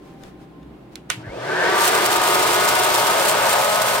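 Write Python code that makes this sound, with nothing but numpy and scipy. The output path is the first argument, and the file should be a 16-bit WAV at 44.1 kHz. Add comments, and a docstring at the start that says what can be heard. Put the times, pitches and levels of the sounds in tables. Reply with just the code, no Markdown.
"""A hot-air corn popper on a kitchen counter, close to a hand-held phone. The room hums throughout (noise,
sines). A hand rubs the phone (noise swells); a finger touches the rocker switch and snaps it at 1.1 s (noise
cracks, decaying sines, echo). The motor spins up, its shaft orders (sines) climbing through the housing's
resonances; three dull bumps hit the phone; air roars through the chamber (resonant noise); kernels swirl and
rattle (gated noise). From 2.2 s the deepest bass flickers back in brief soft lumps."""
import sys
import numpy as np
from scipy import signal
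from scipy.fft import rfft, irfft, next_fast_len
from scipy.io import wavfile
from scipy.ndimage import uniform_filter1d, map_coordinates

SR = 44100
rng = np.random.default_rng(int(sys.argv[2]) if len(sys.argv) > 2 else 0)


def volts_from_db(level):
    """Convert decibel levels to linear amplitude ratios."""
    exponent = np.asarray(level, float) / 20
    return 10 ** exponent


def output_pcm(signal):
    """Save a mono or channel-first signal as 16-bit PCM at the path in sys.argv[1].

    Samples are clipped to [-1, 1] before scaling.
    """
    pcm = np.clip(np.atleast_2d(signal).T, -1, 1) * 32767
    wavfile.write(sys.argv[1], SR, np.round(pcm).astype(np.int16))


N = 176400

# contacts at the switch, the last one closes it:
# (time [s], level [dB], left over right [dB], ring [dB], crack resonance [Hz], echo [dB])
TOUCHES = [(0.2347, -34.5, 11, -9.5, 4200, -25), (.629, -51, 0, 0, 2200, -24),
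           (0.955, -18, -5, -27, 3640, -26), (1.0999, -8, -11, -10.5, 6130, -13.5)]
# left-right likeness of the popper: (frequency [Hz], likeness [0-1])
POPPER_ALIKE = [(60, 0.88), (150, 0.69), (380, 1), (700, 0.92), (1300, 0.56), (2400, 0.28), (5000, 0.21),
                (15000, .05)]
# left-right likeness of room and rubs: (frequency [Hz], likeness [0-1])
ROOM_ALIKE = [(60, 0.97), (240, 0.93), (950, 0.17), (3770, 0.04), (15000, 0.1)]


def unit(x):
    """Scale to rms 1."""
    return x / np.sqrt(np.mean(x ** 2) + 1e-20)


def along(points, hz):
    """Interpolate (frequency [Hz], value) points on a log frequency axis."""
    f, v = np.transpose(points)
    return np.interp(np.log(hz + 1), np.log(f + 1), v)


def curves(rows):
    """One value per sample for each column after the time."""
    s, *cols = np.transpose(rows)
    return [np.interp(np.arange(N) / SR, s, c) for c in cols]


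def wobble(knots_per_s):
    """Smooth random curve through normally distributed knots."""
    knots = rng.standard_normal(int(N * knots_per_s / SR) + 40)
    return map_coordinates(knots, [np.arange(N) * knots_per_s / SR])


def filtered(x, response):
    """Apply a complex response of frequency to x."""
    m = next_fast_len(N + SR // 2)
    return irfft(rfft(x, m) * response(np.fft.rfftfreq(m, 1 / SR)), m)[..., :N]


def peaks(table):
    """Summed response of (centre [Hz], width [Hz], level [dB]) resonances."""
    return lambda f: sum(volts_from_db(db) * 1j * f * w / (c * c - f * f + 1j * f * w) for c, w, db in table)


def squared_peaks(table):
    """Resonances applied twice: steeper skirts, levels in dB doubled."""
    return lambda f: peaks(table)(f) ** 2


def colour(spectrum):
    """Response of a (frequency [Hz], level [dB]) table."""
    return lambda hz: volts_from_db(along(spectrum, hz))


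def spread(pair, response, alike):
    """Colour two unrelated signals and mix them into left and right by likeness, rms 1."""
    def mid_side(hz):
        turn = np.arccos(np.clip(along(alike, hz), -1, 1)) / 2
        return response(hz) * [np.cos(turn), np.sin(turn)]
    mid, side = filtered(pair, mid_side)
    return unit(np.array([mid + side, mid - side]))


def noise():
    """Two unrelated white noises."""
    return rng.standard_normal((2, N))


def switched(rise_s):
    """0 before the switch closes, then a linear rise to 1."""
    return np.clip((np.arange(N) / SR - TOUCHES[-1][0]) / rise_s, 0, 1)


def bell(centre_s, sigma_s):
    """Gaussian swell with peak 1."""
    return np.exp(-.5 * ((np.arange(N) / SR - centre_s) / sigma_s) ** 2)


def room():
    """Low, lumpy kitchen noise and the wavering sines of a distant appliance."""
    # appliance hum: (frequency [Hz], mean level [dB rms])
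    hum_tones = [(59.2, -58), (781, -63.5), (1044, -67)]
    # background spectrum, relative: (frequency [Hz], density [dB per Hz])
    room_spectrum = [(20, -28), (40, -21), (60, -14), (90, -24), (125, -5), (171, -3.5), (237, -9),
                     (310, -2), (370, -8.5), (466, -15.5), (800, -18.5), (1240, -25.5), (3550, -36),
                     (6000, -47.5), (16200, -52)]
    noise_db = -42.5
    t = np.arange(N) / SR
    hum = 0
    for hz, db in hum_tones:
        level = volts_from_db(db + 4 * wobble(9)) * np.sqrt(2)
        hum = hum + level * np.sin(2 * np.pi * hz * t + wobble(8))
    return hum + volts_from_db(noise_db + 0.4 * wobble(8.7)) * spread(noise(), colour(room_spectrum), ROOM_ALIKE)


def hand():
    """Skin friction on the phone as noise swells, dull bumps as short sine bursts."""
    # slides: (centre time [s], length, 3 sigma [s], level [dB])
    rub_events = [(0.083, 0.17, -50.5), (0.259, 0.12, -45.5), (0.422, 0.067, -50.5), (0.934, 0.035, -50),
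                  (1.102, 0.015, -34)]
    # friction spectrum, relative: (frequency [Hz], density [dB per Hz])
    skin = [(500, 14.5), (1500, 5), (4000, -2), (9000, -9.5), (16000, -17)]
    # bumps: (centre time [s], pitch [Hz], level [dB], length, 3 sigma [s])
    bump_events = [(1.182, 119, -30.5, 0.028), (1.279, 112, -28, 0.027), (1.303, 49.4, -39, .04)]
    t = np.arange(N) / SR
    rub_level = sum(volts_from_db(db) * bell(s, length / 3) for s, length, db in rub_events)
    rubs = rub_level * spread(noise(), colour(skin), ROOM_ALIKE)
    bumps = sum(volts_from_db(db) * bell(s, length / 3) * np.sin(2 * np.pi * hz * (t - s))
                for s, hz, db, length in bump_events)
    return rubs + bumps


def thumps():
    """Short soft lumps of deep bass: sine bursts under Gaussian swells."""
    # (centre time [s], level [dB])
    thump_events = [(2.19, -42), (2.51, -51), (2.715, -44), (2.82, -49), (2.915, -45), (3.11, -47),
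                    (3.42, -48), (3.56, -52), (3.95, -45)]
    pitch_hz, sigma_s = 52, .012
    t = np.arange(N) / SR
    return sum(volts_from_db(db) * bell(s, sigma_s) * np.sin(2 * np.pi * pitch_hz * (t - s)) for s, db in thump_events)


def switch():
    """Each contact: a lead-in tick, a noise crack, plastic modes ringing and the kitchen's noisy answer."""
    # modes of the plastic base: (frequency [Hz], level [dB], t60 [s])
    plastic = [(740, -8, .025), (1260, -3, .03), (1480, 0, .035), (1820, 0, .025), (2280, -5, .02),
               (2864, -4, .035), (3520, -2, .025), (5150, -8, .01), (6500, -6, .01)]
    # kitchen decay: (frequency [Hz], t60 [s])
    kitchen_decay = [(300, 0.15), (2500, 0.19), (8000, 0.2), (15000, 0.17)]
    # colour of the kitchen's answer: (frequency [Hz], level [dB])
    echo_colour = [(300, 7), (1200, 9.5), (2800, 11), (5000, -0.5), (9000, -2.5), (16000, -11)]
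    lead_in_s, lead_in_db = 0.00143, -14.5
    crack_t60_s, resonance_db, echo_rise_s = .011, 15, 0.0012
    out, t = np.zeros((2, N + SR)), np.arange(SR // 2) / SR
    n = len(t)
    late = np.clip(t - lead_in_s, 0, None)
    crack_level = np.where(t < lead_in_s, volts_from_db(lead_in_db), volts_from_db(-60 * late / crack_t60_s))
    ring = sum(volts_from_db(db - 60 * t / t60) * np.sin(2 * np.pi * hz * t) for hz, db, t60 in plastic)
    ring = np.roll(ring, round(lead_in_s * SR))
    for s, db, pan_db, ring_db, crack_hz, echo_db in TOUCHES:
        # a shared noise plus one of its own per channel
        crack = (rng.standard_normal(n) + 0.99 * rng.standard_normal((2, n))) * crack_level
        crack = crack + volts_from_db(resonance_db) * signal.lfilter(*signal.iirpeak(crack_hz, 1.7, SR), crack)
        hz, frames, z = signal.stft(rng.standard_normal((2, n)), SR, nperseg=128)
        fade = volts_from_db(along(echo_colour, hz)[:, None] - 60 * frames / along(kitchen_decay, hz)[:, None])
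        echo = signal.istft(z * fade, SR, nperseg=128)[1][:, :n]
        echo = echo * np.clip(late / echo_rise_s, 0, 1)
        hit = (0.14 * crack + volts_from_db(ring_db) * ring) * volts_from_db([[pan_db / 2], [-pan_db / 2]])
        out[:, round(s * SR):][:, :n] += volts_from_db(db) * (hit + volts_from_db(echo_db) * echo)
    # second-order high-pass at 800 Hz, first-order low-pass at 9 kHz
    return filtered(out[:, :N], lambda f: (1j * f / (800 + 1j * f)) ** 2 * 9000 / (9000 + 1j * f))


def kernels():
    """Tiny hard collisions: random decaying hits gate noise in surges over a steady hiss."""
    # swirl level before trim: (time [s], level [dB])
    swirl = [(1.24, -73), (1.54, -48.5), (1.73, -36.5), (1.83, -20.5), (1.88, -19.5), (1.9, -27),
             (1.98, -25), (2.0, -30.5), (2.06, -21), (2.08, -26.5), (2.12, -20.5), (2.17, -26), (2.19, -32),
             (2.22, -24), (3.29, -24), (3.3, -24), (3.35, -28.5), (3.49, -25.5), (3.53, -20.5),
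             (3.55, -24.5), (3.65, -25), (3.67, -28.5), (3.72, -23), (3.81, -28.5), (3.82, -21),
             (3.86, -30), (3.88, -22), (4.0, -30.5)]
    # collision spectrum, relative: (frequency [Hz], density [dB per Hz])
    rattle = [(1500, -13), (2500, 1), (3400, 0), (5100, -1), (6400, -2), (8600, 2), (10100, -3),
              (13200, -3), (15700, -6.5), (16200, -11)]
    hits_per_s, hit_decay_s, hit_spread_db = 400, 0.0014, 3.5
    hiss_share, trim_db = 0.66, 0.5
    level_db, = curves(swirl)
    hits = (rng.random(N) < hits_per_s / SR) * volts_from_db(hit_spread_db * rng.standard_normal(N))
    gate = signal.lfilter([1], [1, -np.exp(-1 / (hit_decay_s * SR))], hits)
    surge_db = .3 * wobble(18) + 1.9 * wobble(80)
    rattling = unit(gate * volts_from_db(surge_db))
    grit = noise() * (hiss_share + (1 - hiss_share) * rattling) * volts_from_db(.5 * surge_db)
    return switched(0.13) * volts_from_db(level_db + trim_db) * spread(grit, colour(rattle), POPPER_ALIKE)


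def air():
    """Turbulent flow: broad noise roar and noise through the resonances that the flow excites."""
    # levels before trims:
    # (time [s], roar [dB], chamber tone [dB], housing ring [dB], spout tone [dB])
    air_levels = [(1.22, -43, -62, -58, -43), (1.24, -51, -60, -33, -42), (1.37, -40, -30, -46, -30),
                  (1.42, -36, -38.5, -33, -33), (1.51, -30.5, -26, -23, -27.5), (1.6, -27, -29, -17.5, -23),
                  (1.64, -23.5, -21.5, -16, -25.5), (1.85, -21.5, -28, -19.5, -28.5),
                  (1.98, -21, -24.5, -18.5, -25), (2.02, -21.5, -26, -21.5, -39),
                  (2.47, -20.5, -27, -30, -30), (3.16, -21.5, -31.5, -23, -21.5),
                  (3.57, -22, -37, -21.5, -18), (3.62, -23, -51, -27, -20), (3.93, -23, -42, -22.5, -20),
                  (4.0, -24, -54, -24, -22)]
    # roar spectrum, relative: (frequency [Hz], density [dB per Hz])
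    roar_spectrum = [(41, -60), (70, -13.5), (122, -14.5), (259, -16.5), (360, -10), (490, -5), (618, 4),
                     (793, -4.5), (857, 3), (1240, 0.5), (1960, -7), (2160, -5.5), (3400, -7.5),
                     (5000, -12.5), (7000, -19), (9100, -22), (15400, -56)]
    # resonances, relative: (centre [Hz], width [Hz], level [dB]); all but the duct's get squared
    duct_modes = [(735, 16, 2), (925, 20, 1.5), (1160, 50, -5)]
    chamber_modes = [(366.7, 38.4, -3.5), (425, 120, -1.5)]
    ring_modes = [(1532, 41, 18.5), (1666, 520, 21.5)]
    spout_modes = [(543.3, 14, -5.5), (603, 172, 5.5)]
    # trims
    flow_db, roar_db, duct_db = -4.0, 4.5, -0.5
    chamber_db, ring_db, spout_db = -1.5, -7.5, -5
    flow_curve, chamber_curve, ring_curve, spout_curve = curves(air_levels)
    roar = volts_from_db(roar_db + 0.0) * volts_from_db(0) * spread(noise(), colour(roar_spectrum), POPPER_ALIKE)
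    roar = roar * volts_from_db(20 * np.log10(volts_from_db(0.1 * wobble(5.3) * 20 / 20)))
    duct = volts_from_db(duct_db + wobble(4.57)) * spread(noise(), peaks(duct_modes), POPPER_ALIKE)
    chamber = volts_from_db(chamber_curve + chamber_db) * spread(noise(), squared_peaks(chamber_modes), POPPER_ALIKE)
    ring = volts_from_db(ring_curve + ring_db) * spread(noise(), squared_peaks(ring_modes), POPPER_ALIKE)
    spout = volts_from_db(spout_curve + spout_db) * spread(noise(), squared_peaks(spout_modes), POPPER_ALIKE)
    return switched(0.17) * (volts_from_db(flow_curve + flow_db) * (roar + duct) + chamber + ring + spout)


def motor():
    """Unsteady sines on the shaft orders, weighted by the housing's resonances, plus mains buzz."""
    # shaft speed: (time [s], speed [turns/s])
    shaft_speed = [(1.1, 10), (1.17, 40), (1.24, 63), (1.3, 85), (1.35, 101), (1.49, 146), (1.59, 171),
                   (1.69, 189), (1.79, 198), (1.95, 203.3), (2.21, 206.7), (2.51, 208.4), (2.91, 209.9),
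                   (4, 211)]
    # shaft orders: (multiple of shaft speed, relative level [dB])
    shaft_orders = [(1, -40), (2, -36), (3, -40), (4, -35), (5, -33.5), (6, -28.5), (7, -34.5), (8, -43),
                    (9, -39.5), (10, -35), (11, -44), (15, -42), (25, -33)]
    # what the housing lets through: (frequency [Hz], level [dB])
    housing = [(60, -51), (110, 7.5), (190, -1), (215, -12), (370, -5), (620, 3), (760, -6), (920, 3),
               (1010, -5), (1200, 3), (1400, -5), (1540, 9), (1640, 3), (1760, 9.5), (1950, 1), (2130, 7),
               (2450, -6), (5000, -45)]
    # whine level: (time [s], orders up to 5 [dB], orders 6 and 7 [dB], higher orders [dB])
    whine_levels = [(1.15, -19, -25, -34), (1.35, -11, -18, -18), (1.48, -5, -10, -2), (1.6, -1, -12, 3),
                    (1.74, -1, 1.5, -3), (2, -3, 1, -8), (2.5, 0, 2, -6), (2.9, -1, -2, -10),
                    (3.3, 3, -4, -10), (3.7, 2, -1.5, -11), (4, 0, -2, -11)]
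    # mains buzz at final speed: (frequency [Hz], mean level [dB rms])
    buzz_tones = [(120, -47), (240, -56)]
    waver_db, jitter_rad = 1.8, .27
    speed, = curves(shaft_speed)
    low_db, mid_db, high_db = curves(whine_levels)
    turns, t = np.cumsum(speed) / SR, np.arange(N) / SR
    whine = 0
    for k, db in shaft_orders:
        group_db = low_db if k < 6 else mid_db if k < 8 else high_db
        unsteady_db = waver_db * wobble(9) + .5 * waver_db * wobble(30)
        level = volts_from_db(db + group_db + along(housing, k * speed) + unsteady_db)
        jitter = jitter_rad * (wobble(10) + wobble(60))
        whine = whine + level * np.sin(2 * np.pi * k * turns + jitter)
    buzz = sum(volts_from_db(db + 0.47 * wobble(9.26)) * np.sin(2 * np.pi * hz * t) for hz, db in buzz_tones)
    buzz = buzz * speed / speed[-1]
    return np.sqrt(2) * switched(0.063) * (whine + buzz) * np.ones((2, 1))


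def scene():
    """The popper sits off centre: level and phase differ between the two microphones."""
    # (frequency [Hz], left over right [dB])
    sides = [(60, -5), (200, 2.5), (380, -2.5), (700, 3), (1290, 0), (2400, 1.5), (5000, -1), (9000, -1),
             (15000, 2)]
    # (frequency [Hz], phase by which left leads [rad])
    lead = [(100, 0.17), (600, 1.3), (950, 0.36), (1200, 1.5), (1460, 0.79), (4400, 1.26), (16000, 2)]
    half = np.array([[.5], [-.5]])
    popper = filtered(motor() + air() + kernels(),
                      lambda hz: volts_from_db(half * along(sides, hz)) * np.exp(1j * half * along(lead, hz)))
    return popper + switch() + room() + hand()


def top_cut(x):
    """Nothing passes above the cut-off."""
    return signal.sosfilt(signal.butter(12, 16670, fs=SR, output="sos"), x)


def record(dry):
    """While the sound is steady and loud the deep bass drops away; the top is cut and peaks clip softly."""
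    low_cut_hz, low_cut_db, loud_db = 85, -24, -23
    top_hz, clip_level = 15850, .9
    power = np.abs(uniform_filter1d(np.mean(dry ** 2, 0), size=6000))
    # 0 when quiet, 0.5 at loud_db, 1 when loud
    loud = power ** 2 / (power ** 2 + volts_from_db(4 * loud_db))
    deep = filtered(dry, lambda hz: 1 / (1 + (hz / low_cut_hz) ** 8))
    removed_bass = deep * (1 - volts_from_db(low_cut_db * loud))
    mix = filtered(dry, lambda hz: hz < top_hz) - removed_bass + thumps()
    clipped = mix / (1 + np.abs(mix / clip_level) ** 10) ** (1 / 10)
    return top_cut(clipped)


dry = scene()
out = record(dry)
output_pcm(out)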